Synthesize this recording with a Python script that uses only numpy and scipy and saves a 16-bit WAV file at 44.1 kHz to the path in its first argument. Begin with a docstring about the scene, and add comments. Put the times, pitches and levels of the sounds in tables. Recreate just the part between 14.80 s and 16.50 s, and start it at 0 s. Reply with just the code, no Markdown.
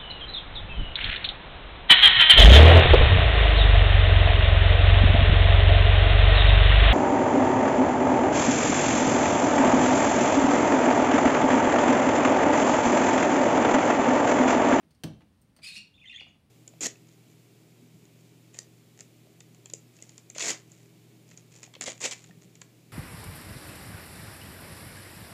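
"""A quiet room, where a small parrot handles a nut on a cardboard box.
The nut gives a sharp click that sets the box booming. Then the bird's voice organ, the syrinx,
makes one harsh two-voiced squawk and a softer warble that flips between high and low notes.
Beak and claws tick lightly on nut and cardboard, over a low room rumble."""
import sys
import numpy as np
from scipy import signal
from scipy.fft import rfft, irfft, next_fast_len
from scipy.io import wavfile
from scipy.ndimage import map_coordinates

SR = 44100
rng = np.random.default_rng(int(sys.argv[2]) if len(sys.argv) > 2 else 0)


def transcribe(signal):
    """Save signal, clipped to [-1, 1], as a 16-bit WAV file at the path in sys.argv[1]."""
    frames = np.atleast_2d(signal).T
    limited = np.clip(frames, -1, 1)
    pcm = np.round(limited * 32767).astype(np.int16)
    wavfile.write(sys.argv[1], SR, pcm)


N = 74970

# the squawk's path: t/s, lower voice f/Hz, upper voice f/Hz, then level/dB of lower, upper and rasp
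SQUAWK = [(0.818, 2450, 4460, -62, -84, -74), (0.834, 2450, 4700, -59, -53, -50.5),
          (.836, 2430, 4780, -48, -45, -55.5), (.848, 2501, 4820, -48.5, -53, -46),
          (0.865, 2600, 5000, -47.5, -61, -59.5), (.872, 2580, 4400, -52, -45, -48),
          (.892, 2520, 4310, -48.5, -48, -51.5), (0.914, 2400, 3958, -57, -57, -59),
          (.935, 2500, 3683, -61, -52, -57.5), (.96, 2659, 4198, -46.5, -54.5, -50),
          (0.97, 2720, 4382, -41, -48.5, -57.5), (.982, 2620, 4325, -69, -47.5, -45.5)]
# tones that make up the lower voice: multiple of the pitch, level/dB
LOWER_OVERTONES = [(1, -0.5), (2, -7.5), (3, -34), (4, -26)]
# the throat's rasp: f/Hz, level/dB
THROAT_RASP = [(700, -21.5), (1200, -17), (1700, -9), (2400, -2.5), (2900, 0.5), (3300, -2), (3900, 3),
               (4600, -0.5), (5400, -11.5), (6000, -10.5), (7100, -4.5), (9200, -5), (11000, -13),
               (13000, -20), (15500, -27)]
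# warble notes: t/s, length/s, four pitches f/Hz from start to end, level/dB before the throat filter
WARBLE_NOTES = [(1.14, 0.0351, 3367, 3540, 3590, 3510, -61.5), (1.178, .016, 2800, 2465, 2550, 2670, -60.5),
                (1.195, 0.021, 2980, 3390, 3530, 3500, -62), (1.214, 0.027, 2710, 2360, 2720, 2460, -54.5),
                (1.239, 0.021, 2350, 2060, 2087, 1960, -53.5),
                (1.255, 0.016, 3290, 3116, 3140, 2920, -51.5), (1.272, 0.018, 3190, 3570, 3550, 3510, -48),
                (1.295, 0.0261, 2750, 2430, 2760, 2820, -45.5), (1.318, 0.032, 2838, 2013, 1906, 1805, -54),
                (1.341, .036, 3278, 3170, 3454, 3484, -45.5), (1.376, .02, 1850, 2284, 2544, 2700, -51),
                (1.396, .015, 2810, 2909, 2940, 2185, -43)]
# tones that make up a whistle: multiple of the pitch, level/dB
WHISTLE_OVERTONES = [(1, 3), (2, -24.5), (3, -36)]
# how the throat boosts or softens the warble: f/Hz, level/dB
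THROAT_FILTER = [(1800, -1), (3600, -1.5), (4300, 3.5), (5200, -4.5), (5700, 2), (6800, 7), (7400, -5),
                 (8400, 1), (10500, -30)]
# scratchy catches and a last thin squeak: t/s, length/s, start f/Hz, end f/Hz, level/dB
CATCHES = [(1.326, 0.0104, 4460, 3630, -61), (1.404, 0.012, 5060, 4270, -59),
           (1.479, 0.017, 6920, 6510, -73)]
# the nut's two snaps: t/s, shell level/dB, bright edge level/dB
SNAPS = [(0.2359, -31.5, -58), (.2392, -34, -42)]
# the shell's noise: f/Hz, level/dB
SHELL_NOISE = [(180, -11), (300, -1), (863, -14), (3400, -13), (5050, -15.5), (5570, -13.5), (7370, -21.5),
               (9450, -20.5), (10300, -26), (13100, -23), (15500, -36)]
# a snap's bright edge: f/Hz, level/dB
EDGE_NOISE = [(3000, -38), (7000, -22), (9200, 13), (11000, -8), (13200, -22), (15500, 10)]
# notes the box rings on: f/Hz, level/dB, fade/s (a fade is the time to drop by 60 dB)
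BOX_NOTES = [(86.6, -4, 0.32), (120.8, -18.5, 0.38), (160, 3, 0.34), (212.6, -3.5, 0.36), (280.5, -2, 0.15),
             (312.6, 3, 0.18), (431, -17, 0.19), (638.3, -11.5, 0.27), (743, -23, 0.24)]
# the dull thud under the click: f/Hz, level/dB
THUD_NOISE = [(25, -65), (45, -9), (75, 3), (150, 7.5), (320, -4.5), (500, -12), (1000, -18.5), (3000, -56)]
# beak ticks on the nut: t/s, body level/dB, thin top level/dB
BEAK_TICKS = [(0.107, -64, -69.5), (0.148, -68.5, -76), (0.615, -81, -63.5), (.764, -60.5, -60.5),
              (0.785, -71, -82)]
# a tick's body: f/Hz, level/dB
TICK_BODY = [(300, -14), (1500, -5), (3900, -5), (4450, 7.5), (5000, -0.5), (7000, -9), (15000, -27)]
# a tick's thin top: f/Hz, level/dB
TICK_TOP = [(3000, -24), (7000, -10), (8000, -7), (8600, 7.5), (9300, -5), (11000, -9.5), (15000, -9)]
# claw taps on the cardboard: t/s, scuff level/dB, box ring level/dB
CLAW_TAPS = [(0.03, -64.5, -61.5), (.406, -58, -63.5), (0.418, -61.5, -66), (.765, -62.5, -69),
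             (0.789, -56.5, -64.5), (1.41, -53.5, -64), (1.466, -60, -62.5), (1.555, -65.5, -86)]
# scuffed cardboard: f/Hz, level/dB
SCUFF_NOISE = [(80, -26), (250, -2), (600, -1), (1200, -7.5), (3000, -12.5), (6000, -27), (15000, -41)]
# the room's rumble: f/Hz, level/dB
RUMBLE_NOISE = [(20, -13), (45, -3), (60, -3.5), (88, 2), (120, -2), (175, 0), (260, -5.5), (370, -13.5),
                (650, -19), (1450, -25.5), (2850, -27), (4400, -30), (7500, -36.5), (8800, -32.5),
                (15500, -41)]
# how long the room echoes: f/Hz, fade/s
ROOM_FADE = [(150, 0.69), (1000, 0.27), (3000, 0.36), (6000, 0.27), (12000, 0.19)]


def squawk():
    """Both sides of the syrinx sound roughly at once, over a rasp shaped by the throat."""
    times, lower_hz, upper_hz, *levels = np.transpose(SQUAWK)
    t = clock()
    waver = 1 + 0.035 * wobble(240)
    lower = tone(np.interp(t, times, lower_hz) * waver, LOWER_OVERTONES, jitter=0.044)
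    upper = tone(np.interp(t, times, upper_hz), [(1, 0.5), (2, -17.5)], jitter=0.0184)
    call = sum(part * amp(np.interp(t, times, db, left=-120, right=-120))
               for part, db in zip([lower, upper, noise(THROAT_RASP)], levels))
    return call * flutter(depth_db=2, per_s=600)


def warble():
    """Fluttering whistles flip between high and low, with scratchy catches among them."""
    notes = whistles(WARBLE_NOTES, jitter=0.0207)
    notes = filtered(notes, lambda hz: amp(look_up(THROAT_FILTER, hz)))
    catches = whistles(CATCHES, jitter=0.05)
    return (notes + catches) * flutter(depth_db=3, per_s=350)


def whistles(rows, jitter, ramp_s=0.0018):
    """Short raspy whistles, each sliding evenly through its pitches."""
    t, sound = clock(), np.zeros(N)
    rasp = amp(-27) * noise(THROAT_RASP)
    for start, length, *pitches, db in rows:
        hz = np.interp(t, np.linspace(start, start + length, len(pitches)), pitches)
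        on_off = np.clip(np.minimum(t - start, start + length - t) / ramp_s + 0.3, 0, 1)
        sound += amp(db) * on_off * (tone(hz, WHISTLE_OVERTONES, jitter) + rasp)
    return sound


def tone(hz, overtones, jitter):
    """One voice of the syrinx; its pitch shakes by about the fraction jitter."""
    shaky_hz = hz * (1 + jitter * wobble(1000))
    phase = 2 * np.pi * np.cumsum(shaky_hz) / SR
    return unit(sum(amp(db) * np.sin(multiple * phase) for multiple, db in overtones))


def nut_click():
    """The nut snaps twice in a flash, the room echoes, and the box booms underneath."""
    snaps = np.zeros(N)
    for start, shell_db, edge_db in SNAPS:
        shell = amp(shell_db) * noise(SHELL_NOISE) * strike(start, fade_s=0.029)
        edge = amp(edge_db) * noise(EDGE_NOISE) * strike(start, fade_s=0.0083)
        snaps += in_room(shell + edge, echo_db=-8)
    first = SNAPS[0][0]
    thud = amp(-35.5) * noise(THUD_NOISE) * strike(first, fade_s=0.38, rise_s=0.0047)
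    return snaps + box_ring(first, gain_db=-34) + thud


def box_ring(start, gain_db, rise_cycles=2.07):
    """The box's sides build up over a few swings and ring out."""
    t, ring = clock() - start, np.zeros(N)
    for hz, db, fade_s in BOX_NOTES:
        swing = np.sin(2 * np.pi * (hz * t + rng.random()))
        ring += amp(db) * strike(start, fade_s, rise_cycles / hz) * swing
    return amp(gain_db) * ring


def bump(start=0.97, hz=202.7):
    """A soft knock near the squawk's end rings on one low note."""
    swing = np.sin(2 * np.pi * hz * (clock() - start))
    return amp(-50.5) * strike(start, fade_s=0.28, rise_s=0.0022) * swing


def beak_ticks(fade_s=0.068):
    """The beak knocks lightly on the nut, making tiny bursts of noise."""
    body = noise(TICK_BODY) * sum(amp(db) * strike(start, fade_s) for start, db, _ in BEAK_TICKS)
    top = noise(TICK_TOP) * sum(amp(db) * strike(start, fade_s) for start, _, db in BEAK_TICKS)
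    return body + top


def claw_scuffs():
    """The claws scuff the cardboard at each tap."""
    bursts = sum(amp(db) * strike(start, fade_s=0.067, rise_s=0.00051) for start, db, _ in CLAW_TAPS)
    return noise(SCUFF_NOISE) * bursts


def in_room(sound, echo_db, build_up_s=0.0024):
    """The room adds a smooth echo that lasts longest in the bass."""
    hz, t, bands = signal.stft(rng.standard_normal(SR * 2 // 3), SR, nperseg=256)
    fading = amp(-60 * t / look_up(ROOM_FADE, hz)[:, None])
    tail = signal.istft(bands * fading, SR, nperseg=256)[1]
    tail *= 1 - np.exp(-(np.arange(len(tail)) / SR / build_up_s) ** 2)
    return sound + amp(echo_db) * signal.fftconvolve(sound, tail / np.linalg.norm(tail))[:N]


def room_rumble():
    """A faint, steady low noise fills the room."""
    return amp(-64) * noise(RUMBLE_NOISE)


def strike(start, fade_s, rise_s=0.00016):
    """The loudness of a hit: it rises quickly, then dies away."""
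    t = np.maximum(clock() - start, 0)
    return (1 - np.exp(-t / rise_s)) * amp(-60 * t / fade_s)


def flutter(depth_db, per_s):
    """A quick random tremble in loudness."""
    return unit(amp(depth_db * wobble(per_s)))


def wobble(per_s):
    """A smooth curve through per_s random points a second."""
    return map_coordinates(rng.standard_normal(N // 4), [clock() * per_s], mode="wrap")


def noise(table):
    """Noise of strength 1, with the lows and highs the table gives it."""
    return unit(filtered(rng.standard_normal(N), lambda hz: amp(look_up(table, hz))))


def filtered(sound, gain_at):
    """Turn each frequency up or down by gain_at(hz)."""
    size = next_fast_len(N + 8192)
    return irfft(rfft(sound, size) * gain_at(np.fft.rfftfreq(size, 1 / SR)), size)[:N]


def look_up(table, hz):
    """Read between a table's rows, with frequency spaced by octaves."""
    row_hz, values = np.transpose(table)
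    return np.interp(np.log(hz + 1), np.log(row_hz + 1), values)


def amp(db):
    """Turn decibels into a multiplier."""
    return 10 ** (np.asarray(db) / 20)


def unit(x):
    """Scale to an average strength (rms) of 1."""
    return x / np.sqrt(np.mean(x ** 2) + 1e-20)


def clock():
    """Each sample's time in seconds."""
    return np.arange(N) / SR


def scene():
    """Bird, nut and box over the room's rumble."""
    calls = in_room(squawk(), echo_db=-2) + in_room(warble(), echo_db=-3)
    knocks = nut_click() + bump()
    handling = in_room(beak_ticks() + claw_scuffs(), echo_db=-8)
    tapped_box = sum(box_ring(start, db) for start, _, db in CLAW_TAPS)
    return (calls + knocks + handling + tapped_box + room_rumble())[None]


def record(dry, low_cut_hz=48.6, top_hz=15850):
    """The microphone loses the deepest bass, and the highest treble is cut off."""
    thinned = signal.sosfilt(signal.butter(4, low_cut_hz, "highpass", fs=SR, output="sos"), dry[0])
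    return filtered(thinned, lambda hz: np.clip((top_hz - hz) / 200 + 0.5, 0, 1))[None]


dry = scene()
out = record(dry)
transcribe(out)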